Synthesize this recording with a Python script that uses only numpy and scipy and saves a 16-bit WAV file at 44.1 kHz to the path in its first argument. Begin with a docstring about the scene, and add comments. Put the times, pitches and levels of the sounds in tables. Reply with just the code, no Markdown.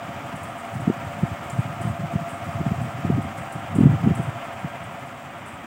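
"""An electric fan runs in a room: its motor hums as a sum of sines that beat into one throb per shaft turn.
Its blades push a broad rush of air and a treble hiss, both noises of shaped spectrum with fluctuating level.
Its draught buffets the microphone in low, irregular puffs, made of short sine swings and low noise.
Faint bright ticks, bursts of treble noise, die away nearby, and one sharp double snap is heard."""
import sys
import numpy as np
from scipy import signal
from scipy.fft import rfft, irfft
from scipy.io import wavfile
from scipy.ndimage import uniform_filter1d

SR = 44100
rng = np.random.default_rng(int(sys.argv[2]) if len(sys.argv) > 2 else 0)


def voltage_ratio(level):
    """Linear amplitude factor for a level in decibels (scalar or array-like)."""
    return 10 ** (np.asarray(level, float) / 20)


def store_pcm(level_fs):
    """Save levels as 16-bit WAV."""
    pcm = np.round(np.clip(level_fs, -1, 1) * 32767).astype(np.int16)
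    wavfile.write(sys.argv[1], SR, np.atleast_2d(pcm).T)


N = 249586

# Levels in the tables hold before the random fluctuations and filters; spectra are relative, per Hz.
# Motor tones, {multiple of twice the mains: [(shaft order, rms level/dB)]};
# pitch = order * shaft frequency + multiple * twice the mains frequency
MOTOR_TONES = {-1: [(90, -58)], 0: [(41, -62), (43, -57), (45, -52), (47, -60), (51, -55), (53, -53),
               (54, -53), (56, -60), (89, -53), (90, -59), (91, -59), (92, -60), (94, -61)], 1: [(44, -53),
               (45, -43), (46, -46), (47, -50), (49, -55), (88, -61), (89, -53), (90, -55), (91, -62),
               (93, -61)], 2: [(41, -59), (42, -56), (43, -53), (44, -56), (45, -49), (47, -62), (89, -59),
               (90, -61), (91, -59), (92, -60)], 3: [(44, -54), (45, -62), (48, -59)], 4: [(46, -62),
               (92, -61)]}
# The hum fades as the microphone turns away: (t/s, level change/dB)
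HUM_FADE = [(0, -0.5), (1, -1), (2, 1.5), (3.7, -0.5), (4.7, -0.5), (4.95, -3.5), (5.66, -10.5)]
# How much of the fan's air noise reaches the microphone: (t/s, rush level/dB, hiss level/dB)
FAN_AIR_LEVELS = [(0.0, -35.5, -53.5), (0.36, -36.5, -54), (2.82, -36, -53), (3.62, -36.5, -54.5),
                  (3.97, -34.5, -53.5), (4.44, -36, -55), (5.23, -38, -56.5), (5.66, -37.5, -58)]
# Spectrum of the air rush and room noise: (f/Hz, level/dB)
RUSH_SPECTRUM = [(35, -1.5), (90, -15.5), (240, -4), (450, -15), (560, -4.5), (700, -6), (810, -7),
                 (940, -6), (1090, -7.5), (1380, -7), (1440, -11), (1900, -10.5), (2750, -15.5),
                 (3300, -20), (3750, -27.5), (4200, -46), (8000, -60)]
# Spectrum of the treble hiss: (f/Hz, level/dB)
HISS_SPECTRUM = [(2000, -7), (4000, 1.5), (6300, -0.5), (7500, 3.5), (8800, -2.5), (10500, -8.5),
                 (12200, -8.5), (14000, -5.5), (15600, -1), (17000, -7.5)]
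# Strength of the draught between the strong puffs: (t/s, level/dB)
GUST_LEVELS = [(0, -48), (.5, -43.5), (.68, -53), (.82, -35.5), (1.4, -46.5), (1.75, -36.5), (2.0, -39),
               (2.38, -44.5), (2.6, -34.5), (2.9, -40.5), (3.15, -26.5), (3.32, -45), (3.68, -41),
               (3.85, -36), (4.08, -34), (4.44, -51.5), (4.85, -45.5), (5.66, -49.5)]
# Strong puffs of draught: (t/s, peak level/dB, centre f/Hz, length/ms)
STRONG_PUFFS = [(0.091, -24, 188, 4.2), (0.255, -32, 123, 18), (0.343, -21.5, 145, 11.4),
                (0.445, -26, 142, 5.8), (0.759, -24, 156, 9.1), (0.799, -19.5, 149, 6.7),
                (0.878, -6.5, 201, 5.7), (0.898, -11.5, 215, 9.3), (1.069, -20, 125, 11),
                (1.233, -8.5, 150, 7.6), (1.316, -23.5, 108, 12), (1.538, -22.5, 129, 10),
                (1.59, -9, 124, 13.5), (1.656, -23, 150, 8.3), (1.811, -16.5, 149, 7.6),
                (1.85, -15.5, 137, 10), (1.875, -18.5, 159, 7.4), (1.902, -18, 120, 17),
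                (2.0, -24.5, 180, 20), (2.042, -22.5, 168, 20), (2.138, -17.5, 180, 6.9),
                (2.157, -9.5, 156, 6.5), (2.218, -21.5, 159, 18), (2.481, -22, 152, 9.5),
                (2.553, -18.5, 132, 11), (2.608, -20, 180, 11), (2.665, -11, 161, 5.2),
                (2.716, -8, 153, 6.2), (2.815, -14, 148, 6.4), (2.84, -21, 131, 13), (2.999, -27, 144, 13),
                (3.049, -13, 177, 6.4), (3.1, -12.5, 215, 6.5), (3.13, -20, 150, 26), (3.178, -22, 125, 21),
                (3.071, -19.5, 150, 16), (3.255, -17.5, 136, 5.1), (3.41, -26, 116, 9.2),
                (3.556, -18.5, 147, 13), (3.758, -18, 196, 23), (3.787, -12, 274, 3.6),
                (3.808, -10, 195, 10), (3.835, -8, 186, 9.2), (3.862, -4.5, 147, 17.4),
                (3.895, -13.5, 145, 25), (3.935, -16, 157, 25), (4.039, -11, 165, 10.5),
                (4.075, -17.5, 197, 27), (4.11, -11, 165, 11), (4.195, -16.5, 171, 18),
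                (4.25, -28, 131, 15), (4.284, -17, 129, 15), (4.36, -32, 127, 11), (4.648, -19, 165, 16)]
# Spectrum of the draught's noise at the microphone port: (f/Hz, level/dB)
DRAUGHT_SPECTRUM = [(15, -75), (25, -91), (88, 6), (130, 7.5), (299, -8), (384, -22.5), (515, -17),
                    (700, -66)]
# Spectrum of the ragged upper edge of a puff: (f/Hz, level/dB)
TEARING_SPECTRUM = [(100, -21), (200, 0.5), (300, 1.5), (420, -9), (520, -14.5), (650, -38)]
# Bright ticks: (t/s, nominal peak level/dB)
BRIGHT_TICKS = [(0.3536, -42), (0.43, -41), (0.5761, -43.5), (0.7357, -44), (1.1852, -45.5), (1.4356, -45),
                (1.5134, -40.5), (1.5923, -43.5), (1.812, -36), (2.2882, -39), (2.5122, -46),
                (2.811, -42.5), (3.2181, -45), (3.3712, -39.5), (3.5214, -42.5), (3.7499, -37),
                (4.149, -38), (4.2258, -43), (5.458, -41.5)]
# Spectrum of the burst of a tick: (f/Hz, level/dB)
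TICK_SPECTRUM = [(3000, -35), (6500, -11), (7600, -2.5), (8500, -1), (9600, -5), (11000, -5), (12500, -19),
                 (16000, -11)]
# Spectrum of the narrower, duller tail that lingers in the room: (f/Hz, level/dB)
TAIL_SPECTRUM = [(5500, -42), (6800, -21), (7600, -4), (8500, -1), (9500, -9), (11500, -30)]
# The two clicks of the snap: (t/s, nominal peak level/dB, nominal f/Hz, width of pitch scatter/Hz)
SNAP_CLICKS = [(1.4998, -33, 8800, 9000), (1.5048, -30.5, 7460, 1200)]

SHAFT_HZ, MAINS_TWICE_HZ, SHAFT_START_RAD = 12.9107, 100.14, -2.3
# weak eddies: number, level over the gust, and exponential scale of the excess
WEAK_EDDIES, WEAK_OVER_GUST_DB, WEAK_SPREAD_DB = 140, 6.5, 2
WEAK_SHORTEST_MS, WEAK_LONGEST_MS, WEAK_HZ_AT_10_MS, WEAK_HZ_POWER = 3.3, 17.5, 150, -0.58
# an eddy arrives faster than it leaves, and its swing slows as it passes
RISE_SHARE, PHASE_SAG_PER_S, EDDY_TOP_HZ = 0.39, 9.1, 540
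# the tick of each shaft turn: first delay, random window, weakest level and the range above it
TURN_TICK_START_S, TURN_TICK_WINDOW_S, TURN_TICK_DB, TURN_TICK_RANGE_DB = 0.019, 0.021, -56.5, 10
TICK_RISE_S, TICK_BODY_DB = 0.0031, -9   # swell time constant; burst level relative to the nominal peak
PORT_CUT_HZ, TOP_HZ = 68, 15850


def curves(rows):
    """Linear interpolation: turns the columns of a table into functions of time."""
    s, *columns = np.transpose(rows)
    return [np.interp(np.arange(N) / SR, s, column) for column in columns]


def coloured_noise(spectrum, ripple_db=0, ripple_hz=30):
    """Spectral shaping: white noise filtered to rms 1, rippled by many small room resonances."""
    hz, db = np.transpose(spectrum)
    grid = np.fft.rfftfreq(N, 1 / SR)
    knots = np.arange(0, SR / 2 + ripple_hz, ripple_hz)
    shape_db = np.interp(np.log(np.maximum(grid, 1)), np.log(hz), db)
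    shape_db += ripple_db * np.interp(grid, knots, rng.standard_normal(len(knots)))
    noise = irfft(rfft(rng.standard_normal(N)) * voltage_ratio(shape_db), N)
    return noise / np.std(noise)


def drift(rate_hz):
    """Random fluctuation: white noise twice through a one-pole low-pass, scaled to standard deviation 1."""
    pole = np.exp(-2 * np.pi * rate_hz / SR)
    # one extra second lets the filter settle
    slow = signal.lfilter([1], [1, -2 * pole, pole * pole], rng.standard_normal(N + SR))[SR:]
    return slow / np.std(slow)


def motor_hum(change_db, waver_db, rough_db):
    """Beating: sines tied to the shaft angle, whose neighbouring orders beat into one throb per turn."""
    t = np.arange(N) / SR
    hum = np.zeros(N)
    shaft_angle = 2 * np.pi * SHAFT_HZ * t + SHAFT_START_RAD
    for multiple, tones in MOTOR_TONES.items():
        mains_angle = multiple * 2 * np.pi * MAINS_TWICE_HZ * t
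        for order, level_db in tones:
            # room paths scatter the phase of the weaker tones, so the throb stays round
            scatter = rng.uniform(-np.pi, np.pi) * np.clip((-level_db - 50) / 6, 0, 1)
            angle = order * shaft_angle + mains_angle + scatter
            tone_db = level_db + waver_db * drift(0.35) + rough_db * drift(2.6)
            hum += np.sqrt(2) * voltage_ratio(tone_db) * np.cos(angle)
    return voltage_ratio(change_db) * hum


def blade_air(rush_db, hiss_db):
    """Broadband flow noise: a rush and a treble hiss whose levels flutter partly together."""
    flutter = drift(31)
    rush_db = rush_db + 0.79 * flutter + 0.48 * drift(6)
    hiss_db = hiss_db + 0.71 * flutter + 0.45 * drift(30)
    rush = voltage_ratio(rush_db) * coloured_noise(RUSH_SPECTRUM, ripple_db=2, ripple_hz=20)
    hiss = voltage_ratio(hiss_db) * coloured_noise(HISS_SPECTRUM, ripple_db=1.7, ripple_hz=40.34)
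    return rush + hiss


def weak_eddies(gust_db):
    """Random turbulence: eddies drawn by chance, sized by the gust; short ones swing faster."""
    when, size, length = rng.uniform(0, 1, (WEAK_EDDIES, 3)).T
    ms = WEAK_SHORTEST_MS + (WEAK_LONGEST_MS - WEAK_SHORTEST_MS) * length
    excess_db = WEAK_OVER_GUST_DB - WEAK_SPREAD_DB * np.log(1 - 0.95 * size)
    peak_db = gust_db[(when * N).astype(int)] + excess_db
    hz = WEAK_HZ_AT_10_MS * (ms / 10) ** WEAK_HZ_POWER
    return list(zip(when * N / SR, peak_db, hz, ms))


def draught(level_db, wake_db, tearing_db, tearing_power, speed_power):
    """Turbulence at the microphone port: lumpy low noise plus eddies that burst as short low swings."""
    t = np.arange(N) / SR
    swings, strength, edge = np.zeros((3, N))
    eddies = weak_eddies(level_db) + STRONG_PUFFS
    turns = rng.uniform(0, 1, len(eddies))   # random starting phases
    for (s, peak_db, hz, ms), turn in zip(eddies, turns):
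        near = slice(max(round((s - 0.06) * SR), 0), round((s + 0.06) * SR))
        age = t[near] - s
        # lopsided Gaussian: the length is its full width at half height
        stretch = 2 * np.where(age < 0, RISE_SHARE, 1 - RISE_SHARE)
        swell = voltage_ratio(peak_db) * np.exp(-4 * np.log(2) * (1000 * age / (ms * stretch)) ** 2)
        swings[near] += swell * np.cos(2 * np.pi * (hz * age * (1 - PHASE_SAG_PER_S * age) + turn))
        strength[near] += swell
        edge[near] += swell * (hz / 170) ** speed_power   # faster eddies have more edge
    # each eddy trails a noisy wake that joins close puffs into one rumble
    wake = np.abs(uniform_filter1d(uniform_filter1d(strength, size=900), size=900))
    rumble_gain = voltage_ratio(level_db + 3.5 * drift(12)) + voltage_ratio(wake_db) * wake
    rumble = rumble_gain * coloured_noise(DRAUGHT_SPECTRUM)
    # stronger eddies tear more: their ragged edge grows faster than their swing
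    edge = np.abs(uniform_filter1d(edge, size=500))
    tearing = voltage_ratio(tearing_db) * edge ** tearing_power * coloured_noise(TEARING_SPECTRUM)
    low_pass = signal.butter(6, EDDY_TOP_HZ, fs=SR, output="sos")
    return signal.sosfilt(low_pass, swings + rumble + tearing)


def turn_ticks():
    """Periodic excitation: something ticks faintly once per turn of the shaft, never quite alike."""
    turns = np.arange(0, N / SR, 1 / SHAFT_HZ)
    late, size = rng.uniform(0, 1, (len(turns), 2)).T
    when = turns + TURN_TICK_START_S + TURN_TICK_WINDOW_S * late
    return list(zip(when, TURN_TICK_DB + TURN_TICK_RANGE_DB * size))


def ticks(t60, tail_t60, tail_db, grain_db):
    """Exponential decay: grainy bursts of bright noise swell quickly, then a duller tail dies in the room."""
    power = np.zeros(N + SR)
    for s, peak_db in BRIGHT_TICKS + turn_ticks():
        power[round(s * SR)] += voltage_ratio(2 * peak_db)
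    keep = np.exp(-1 / (TICK_RISE_S * SR))
    power = signal.lfilter([1 - keep], [1, -keep], power[:N] + 1e-18)
    out = np.zeros(N)
    burst = (t60, TICK_BODY_DB, TICK_SPECTRUM)
    tail = (tail_t60, tail_db, TAIL_SPECTRUM)
    for fade_s, level_db, spectrum in (burst, tail):
        dying = signal.lfilter([1], [1, -voltage_ratio(-120 / (fade_s * SR))], power)   # power falls 60 dB in fade_s
        grain = voltage_ratio(level_db + grain_db * drift(40))
        out += np.sqrt(dying) * grain * coloured_noise(spectrum, ripple_db=-1.5, ripple_hz=150)
    return out


def snap():
    """Damped oscillation: two clicks, each ringing briefly in its own band by random frequency modulation."""
    out = np.zeros(N)
    age = np.arange(400) / SR
    for s, peak_db, hz, width_hz in SNAP_CLICKS:
        pitch_hz = hz + width_hz * rng.uniform(-0.69, 0.5, len(age))
        ring = np.exp(-age * 450) * np.cos(2 * np.pi * np.cumsum(pitch_hz) / SR)
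        start = round(s * SR)
        out[start:start + len(age)] += voltage_ratio(peak_db) * ring
    return out


def scene():
    """Superposition: hum, rush and hiss from across the room, the draught at the port, ticks and a snap."""
    sound = motor_hum(*curves(HUM_FADE), waver_db=1.3, rough_db=2.36)
    sound += blade_air(*curves(FAN_AIR_LEVELS))
    sound += draught(*curves(GUST_LEVELS), wake_db=-8.0, tearing_db=-3.5, tearing_power=1.48, speed_power=3.3)
    sound += ticks(t60=0.14, tail_t60=0.58, tail_db=-14.5, grain_db=2.5)
    sound += snap()
    return sound[None]   # one channel


def band_limit(x):
    """A steep low-pass at the top of the band."""
    return signal.sosfilt(signal.butter(12, 16990, fs=SR, output="sos"), x)


def record(dry):
    """Band limiting: a small microphone loses the deepest bass, and a steep filter cuts the top."""
    bass_cut = signal.butter(4, PORT_CUT_HZ, "high", fs=SR, output="sos")
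    top_cut = signal.ellip(12, 0.5, 70, TOP_HZ, fs=SR, output="sos")   # 0.5 dB ripple, 70 dB stop band
    port = signal.sosfilt(bass_cut, dry)
    mix = signal.sosfilt(top_cut, port)
    return band_limit(mix)


dry = scene()
out = record(dry)
store_pcm(out)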